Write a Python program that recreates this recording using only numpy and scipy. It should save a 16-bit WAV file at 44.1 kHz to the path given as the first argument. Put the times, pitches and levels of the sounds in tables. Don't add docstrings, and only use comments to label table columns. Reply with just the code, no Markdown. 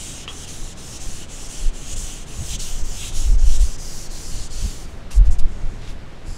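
import sys
import numpy as np
from scipy import signal
from scipy.fft import rfft, irfft, next_fast_len
from scipy.io import wavfile
from scipy.ndimage import uniform_filter1d, map_coordinates

SR = 44100
rng = np.random.default_rng(int(sys.argv[2]) if len(sys.argv) > 2 else 0)


def put_to_file(sound):
    columns = np.atleast_2d(sound).T
    safe = np.clip(columns, -1, 1)
    whole_steps = np.round(safe * 32767)
    wavfile.write(sys.argv[1], SR, whole_steps.astype(np.int16))


N = 280917

LIFT_S, LIFT_DB_PER_S = 4.85, 120
DRIFT_DB, DRIFT_HZ = 1.36, 100
DULL, DULL_S = 0.91, 0.019
RESTART = 1.16
# pitch in Hz, width in Hz, relative level in dB.
BLOCK_MODES = [(3020, 1010, 23), (1830, 3600, -36)]
# time and half width in seconds, change in dB.
GRIP_PRESSES = [(2.54, .04, 3.5), (3.04, 0.035, 5.5), (3.2, 0.054, -5), (3.1, 0.051, -3.5), (0.46, .03, 7)]
# frequency in Hz, relative level in dB.
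EDGE_SPECTRUM = [(7000, -7), (8600, -3), (9400, 3), (10600, -2.5), (11100, -29), (13000, -54)]
# frequency in Hz, relative level in dB.
FIZZ_SPECTRUM = [(8000, -56), (10800, 2), (11500, 1), (13000, -1), (16000, -6)]
# time in seconds, depth of the halt
# in dB, its half width in seconds, hiss level in dB, swell of the next stroke in dB, hiss centre and
# hollow centre in Hz, then block ring, hollow rub, bright edge and fizz in dB relative to the hiss.
HAND_TURNS = [(-.02, 8, .012, -35.5, 1, 7600, 4050, -15, -12, -12, -16),
              (.265, 15, 0.014, -45, -2, 6100, 3700, -2, -24, -8, -17),
              (.463, 9.5, .012, -38, -2, 6500, 3850, -13, -13, -6.5, -15),
              (.75, 16, 0.015, -45.5, -1, 6400, 3670, -11, -8, -7, -15),
              (.99, 10.5, 0.011, -38.5, -0.5, 6300, 4100, -11.5, -14, -11, -15),
              (1.269, 15, 0.023, -44, -1, 6900, 3880, -3, -17, -6, -14),
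              (1.482, 6.5, 0.0081, -38.5, 2.5, 6550, 4400, -10.5, -20, -11.5, -17),
              (1.716, 14, 0.019, -46.5, -3.5, 6800, 4200, -5, -10, -5, -15),
              (1.952, 12, 0.0079, -34, 1.5, 7200, 4470, -10.5, -16, -15.5, -15),
              (2.253, 11, .013, -47.5, -3, 6800, 4340, -3, -18, -5.5, -14),
              (2.576, 23.5, 0.013, -31, -0.5, 6700, 3930, -11, -9, -11, -11.5),
              (2.829, 8, 0.008, -41.5, 0, 6450, 4500, -10.5, -18, -20.5, -15),
              (3.118, 10.5, 0.025, -36, 2, 7100, 3730, -2, -6, -2, -12),
              (3.37, 22, 0.0071, -45, -0.5, 5800, 4600, -13, -16, -16, -15),
              (3.585, 10.5, 0.014, -33.5, -3.5, 6400, 3850, -12.5, -12, -8, -13),
              (3.772, 25, 0.0059, -42.5, 1.5, 5600, 4850, -13, -10, -10, -11),
              (4.088, 12, .014, -43.5, 1.5, 5950, 4550, -14, -4, -7.5, -9),
              (4.489, 16, 0.013, -42, 5, 6650, 4500, -9.5, -3.5, -9.5, -18),
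              (4.87, 4.5, .02, -51.5, -4, 6000, 4530, -10.5, -4, -4.5, -7)]


def eraser():
    f, t, slips = grit(rough_db=0.0, patchy_db=1.5)
    turns = np.array(HAND_TURNS)
    gliding = np.delete(turns, [1, 2, 4], axis=1)
    hiss_db, centre_hz, hollow_hz, block_db, hollow_db, edge_db, fizz_db = curves(gliding, t)
    stroke = np.interp(t, turns[:, 0], np.arange(len(turns)))
    hiss_db += turns[stroke.astype(int), 4] * np.sin(np.pi * stroke) ** 2
    hiss_db -= LIFT_DB_PER_S * np.clip(t - LIFT_S, 0, None)
    halt_db = sum(db * bump(t, s, width * np.where(t > s, RESTART, 1 / RESTART))
                  for s, db, width in turns[:, :3])
    dull_db = DULL * sum(db * np.exp(-np.abs(t - s) / DULL_S) for s, db in turns[:, :2])
    centre_hz += DRIFT_HZ * wobble(14, t)
    hollow_hz += DRIFT_HZ * wobble(16, t)
    block_db += sum(db * bump(t, s, width) for s, width, db in GRIP_PRESSES)
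    block_db += DRIFT_DB * wobble(13, t)
    hollow_db += DRIFT_DB * wobble(12, t)
    band_loss = 1 + (5000 / (f + 1)) ** 10 + (f / 9000) ** 10
    felt = unit_frames(resonance(f, centre_hz, width_hz=5360) ** 3 / band_loss)
    edge = amp(edge_db) * unit_frames(amp(along(EDGE_SPECTRUM, f)))
    fizz = amp(fizz_db) * unit_frames(amp(along(FIZZ_SPECTRUM, f)))
    hollow = unit_frames(resonance(f, hollow_hz, width_hz=900) ** 2)
    hollow *= np.clip(1.6 - hollow_hz / 5000, 0, 1)
    low = amp(block_db) * modes(f, BLOCK_MODES) + amp(hollow_db) * hollow
    high = felt + amp(-dull_db) * (edge + fizz)
    return samples(slips * amp(hiss_db) * (amp(-.7 * halt_db) * low + amp(-halt_db) * high))


# start in seconds, level in dB,
# rise, hold and fade in seconds, centre and width in Hz.
SLEEVE_RUSTLES = [(5.105, -45, .001, .008, 0.014, 4500, 9000),
                  (5.109, -43.5, 0.0053, 0.067, 0.0061, 6740, 8000),
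                  (5.248, -50, .01, 0.02, 0.0087, 5600, 7000),
                  (5.303, -42.5, 0.01, 0.022, 0.015, 7000, 4100),
                  (5.383, -39, 0.01, 0.0061, 0.0074, 5940, 11200),
                  (5.47, -57, .02, 0.27, 0.083, 6650, 3950),
                  (5.786, -46.5, 0.064, 0.028, 0.052, 2400, 3950),
                  (5.87, -50.5, 0.031, 0.013, 0.0091, 4840, 8000)]


def rustles():
    f, t, slips = grit(rough_db=2.5, patchy_db=1.2)
    gain = 0
    for start, db, rise, hold, fade, hz, width_hz in SLEEVE_RUSTLES:
        attack = np.clip((t - start) / rise, 0, 1)
        release = np.exp(-np.clip(t - start - rise - hold, 0, None) / fade)
        colour = unit_frames(resonance(f, hz, width_hz) ** 2 / (1 + (f / 12000) ** 6))
        gain += amp(db) * attack * release * colour
    return samples(slips * gain)


OPEN_S = 0.0034
SNAP_DB, SNAP_T60_S, SNAP_HZ = -0.5, 0.0052, 1600
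# pitch in Hz, relative level in dB, seconds to fall
# 60 dB, share by which the pitch starts low.
CAVITY_MODES = [(480, -8, .025, 0), (1350, -1, .015, .1), (1980, -2, .02, .1), (3330, -1, .1, .2),
                (3750, -14, .05, .05)]
# start in seconds, ring peak in dB, pitch ratio.
HARD_CONTACTS = [(0.2786, -18, 1), (5.112, -30.5, .85)]


def clicks():
    out, t = np.zeros(N + SR), np.arange(SR // 5) / SR
    lag = OPEN_S * (1 - np.exp(-t / OPEN_S))
    snap_band = signal.butter(3, [SNAP_HZ / 3, SNAP_HZ * 2], 'band', fs=SR, output='sos')
    for start, db, ratio in HARD_CONTACTS:
        ring = sum(amp(level - 60 * t / t60) * np.sin(2 * np.pi * ratio * hz * (t - flat * lag))
                   for hz, level, t60, flat in CAVITY_MODES)
        snap = unit(signal.sosfilt(snap_band, rng.standard_normal(len(t))))
        snap *= amp(SNAP_DB - 60 * t / SNAP_T60_S)
        out[round(start * SR):][:len(t)] -= amp(db) * (ring / np.abs(ring).max() + snap)
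    return out[:N]


MARKER_START_S, MARKER_DB, MARKER_RISE_S = 6.24, -47.5, .04
# pitch in Hz, width in Hz, relative level in dB.
TIP_MODES = [(4900, 1100, 3.5), (7300, 1900, 3), (9900, 1000, -7), (13000, 3700, -29)]


def marker():
    f, t, slips = grit(rough_db=2.5, patchy_db=1.2)
    attack = np.clip((t - MARKER_START_S) / MARKER_RISE_S, 0, 1)
    return samples(slips * amp(MARKER_DB) * attack * modes(f, TIP_MODES))


# frequency in Hz, relative level in dB.
BUFFET_SPECTRUM = [(3, -25), (8, 7.5), (20, 2), (30, -1), (40, -23.5), (70, -49), (200, -150)]
SWIFT_SPECTRUM = [(10, -88), (20, -36), (34, -4.5), (45, -4.5), (60, -13.5), (80, -31), (140, -97),
                  (400, -150)]
FLUTTER_SPECTRUM = [(20, -90), (40, -30), (60, 0), (80, -1), (120, -6.5), (200, -18), (400, -38),
                    (800, -88), (2000, -150)]
# time in seconds, then buffet, swift and flutter levels in dB.
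AIRFLOW = [(0.0, -36, -47, -42.5), (0.83, -36.5, -46, -41.5), (1.19, -34, -47.5, -43),
           (1.61, -28.5, -47, -46.5), (2.48, -32, -43, -44.5), (2.78, -16.5, -49, -41),
           (3.12, -30, -40, -35.5), (3.48, -9, -29, -38.5), (3.78, -25.5, -43.5, -43),
           (5.09, -31.5, -39, -42.5), (5.29, -9.5, -11.5, -44), (5.45, -21.5, -35, -36.5),
           (5.91, -35, -45, -40), (6.37, -33, -44, -48)]
# time and half width in seconds, then the same three levels in dB.
AIR_GUSTS = [(.63, 0.054, -24.5, -54, -55), (1.1, 0.098, -26, -42, -41), (1.661, 0.054, -13, -32, -57),
             (1.98, 0.1, -25, -33, -36), (2.41, 0.038, -32, -34, -27), (2.56, 0.084, -43, -30, -34.5),
             (2.82, 0.038, -21, -25.5, -44), (3.18, 0.059, -15.5, -29, -44), (3.32, 0.063, -12, -13, -30),
             (3.47, 0.066, -5.5, -12.5, -41), (3.622, 0.043, -9, -13, -40), (4.36, 0.075, -23, -29.5, -35),
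             (4.58, 0.058, -18.5, -32, -54), (4.651, 0.031, -30, -20.5, -24.5),
             (4.94, 0.012, -43, -47, -34), (5.201, 0.028, -12.5, -4, -38), (5.29, 0.049, -10, -12.5, -32),
             (5.432, 0.033, -2.5, -33, -34), (5.65, 0.035, -11.5, -42, -32), (5.92, 0.051, -23, -48, -38.5),
             (6.3, 0.038, -25, -40, -35.5)]


def draught():
    t = np.arange(N) / SR
    gain = amp(curves(AIRFLOW, t))
    for s, width, *levels_db in AIR_GUSTS:
        gain = np.hypot(gain, amp(levels_db)[:, None] * bump(t, s, width))
    buffet = eddies(BUFFET_SPECTRUM, span_samples=4000)
    swift = eddies(SWIFT_SPECTRUM, span_samples=2000)
    flutter = eddies(FLUTTER_SPECTRUM, span_samples=1200)
    swing = np.sum(gain * [buffet, swift, flutter], axis=0)
    return swing / (1 + np.abs(swing / .85) ** 3) ** (1 / 3)


def eddies(spectrum, span_samples):
    push = noise(spectrum)
    power = np.abs(uniform_filter1d(push ** 2, size=span_samples))
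    return unit(push / (power + .06) ** .35)


FAN_DB = -42
# frequency in Hz, relative level in dB.
FAN_SPECTRUM = [(60, -31), (130, 3.5), (200, -0.5), (350, -3.5), (600, -8), (745, -8.5), (900, -11.5),
                (1400, -13.5), (2000, -15.5), (4000, -21), (8000, -31.5), (12000, -41.5), (15700, -53)]


def fan():
    return amp(FAN_DB) * noise(FAN_SPECTRUM)


# frequency in Hz, seconds for the echo to fall 60 dB.
WALL_DECAY = [(300, 0.52), (3000, 0.12), (12000, 0.046)]


def room(x):
    hz, t, frames = signal.stft(rng.standard_normal(SR // 2), SR, nperseg=256)
    decay = amp(-60 * t / along(WALL_DECAY, hz)[:, None])
    tail = signal.istft(frames * decay, SR, nperseg=256)[1]
    return signal.fftconvolve(np.pad(x, (300, 0)), tail / np.linalg.norm(tail))[:N]


def grit(rough_db, patchy_db):
    slips = rng.standard_normal(N)
    slips *= amp(rough_db * unit(uniform_filter1d(rng.standard_normal(N), size=24)))
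    f, t, frames = signal.stft(unit(slips), SR, nperseg=256, noverlap=192)
    patches = uniform_filter1d(rng.standard_normal(frames.shape), size=2, axis=0)
    patches = uniform_filter1d(patches, size=50, axis=1)
    return f[:, None], t, frames * amp(patchy_db * unit(patches))


def samples(frames):
    return signal.istft(frames, SR, nperseg=256, noverlap=192)[1][:N]


def resonance(f, hz, width_hz):
    return np.abs(f * width_hz / (hz * hz - f * f + 1j * f * width_hz + 1e-9))


def modes(f, table):
    return unit_frames(sum(amp(db) * resonance(f, hz, width) ** 2 for hz, width, db in table))


def noise(spectrum):
    return unit(filtered(rng.standard_normal(N), lambda hz: amp(along(spectrum, hz))))


def filtered(x, response):
    size = next_fast_len(N + SR // 2)
    return irfft(rfft(x, size) * response(np.fft.rfftfreq(size, 1 / SR)), size)[..., :N]


def wobble(rate, t):
    return map_coordinates(rng.standard_normal(int(N * rate / SR) + 8), [np.clip(t, 0, None) * rate])


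def bump(t, centre, half_width):
    return np.exp(-((t - centre) / half_width) ** 2)


def curves(rows, t):
    times, *columns = np.transpose(rows)
    return [np.interp(t, times, column) for column in columns]


def along(points, hz):
    f, values = np.transpose(points)
    return np.interp(np.log(hz + 1), np.log(f + 1), values)


def amp(db):
    return 10 ** (np.asarray(db) / 20)


def unit(x):
    return x / np.sqrt(np.mean(x ** 2) + 1e-20)


def unit_frames(shape):
    return shape / np.sqrt(np.mean(shape ** 2, axis=0) + 1e-20)


def scene():
    rubbing = eraser() + rustles() + marker()
    ticks = clicks()
    echo = room(amp(-20.5) * rubbing + amp(-6.5) * ticks)
    return (rubbing + ticks + echo + draught() + fan())[None]


TOP_HZ = 15750


def record(dry):
    return filtered(dry, lambda hz: np.clip((TOP_HZ + 80 - hz) / 160, 0, 1) ** 3)


dry = scene()
out = record(dry)
put_to_file(out)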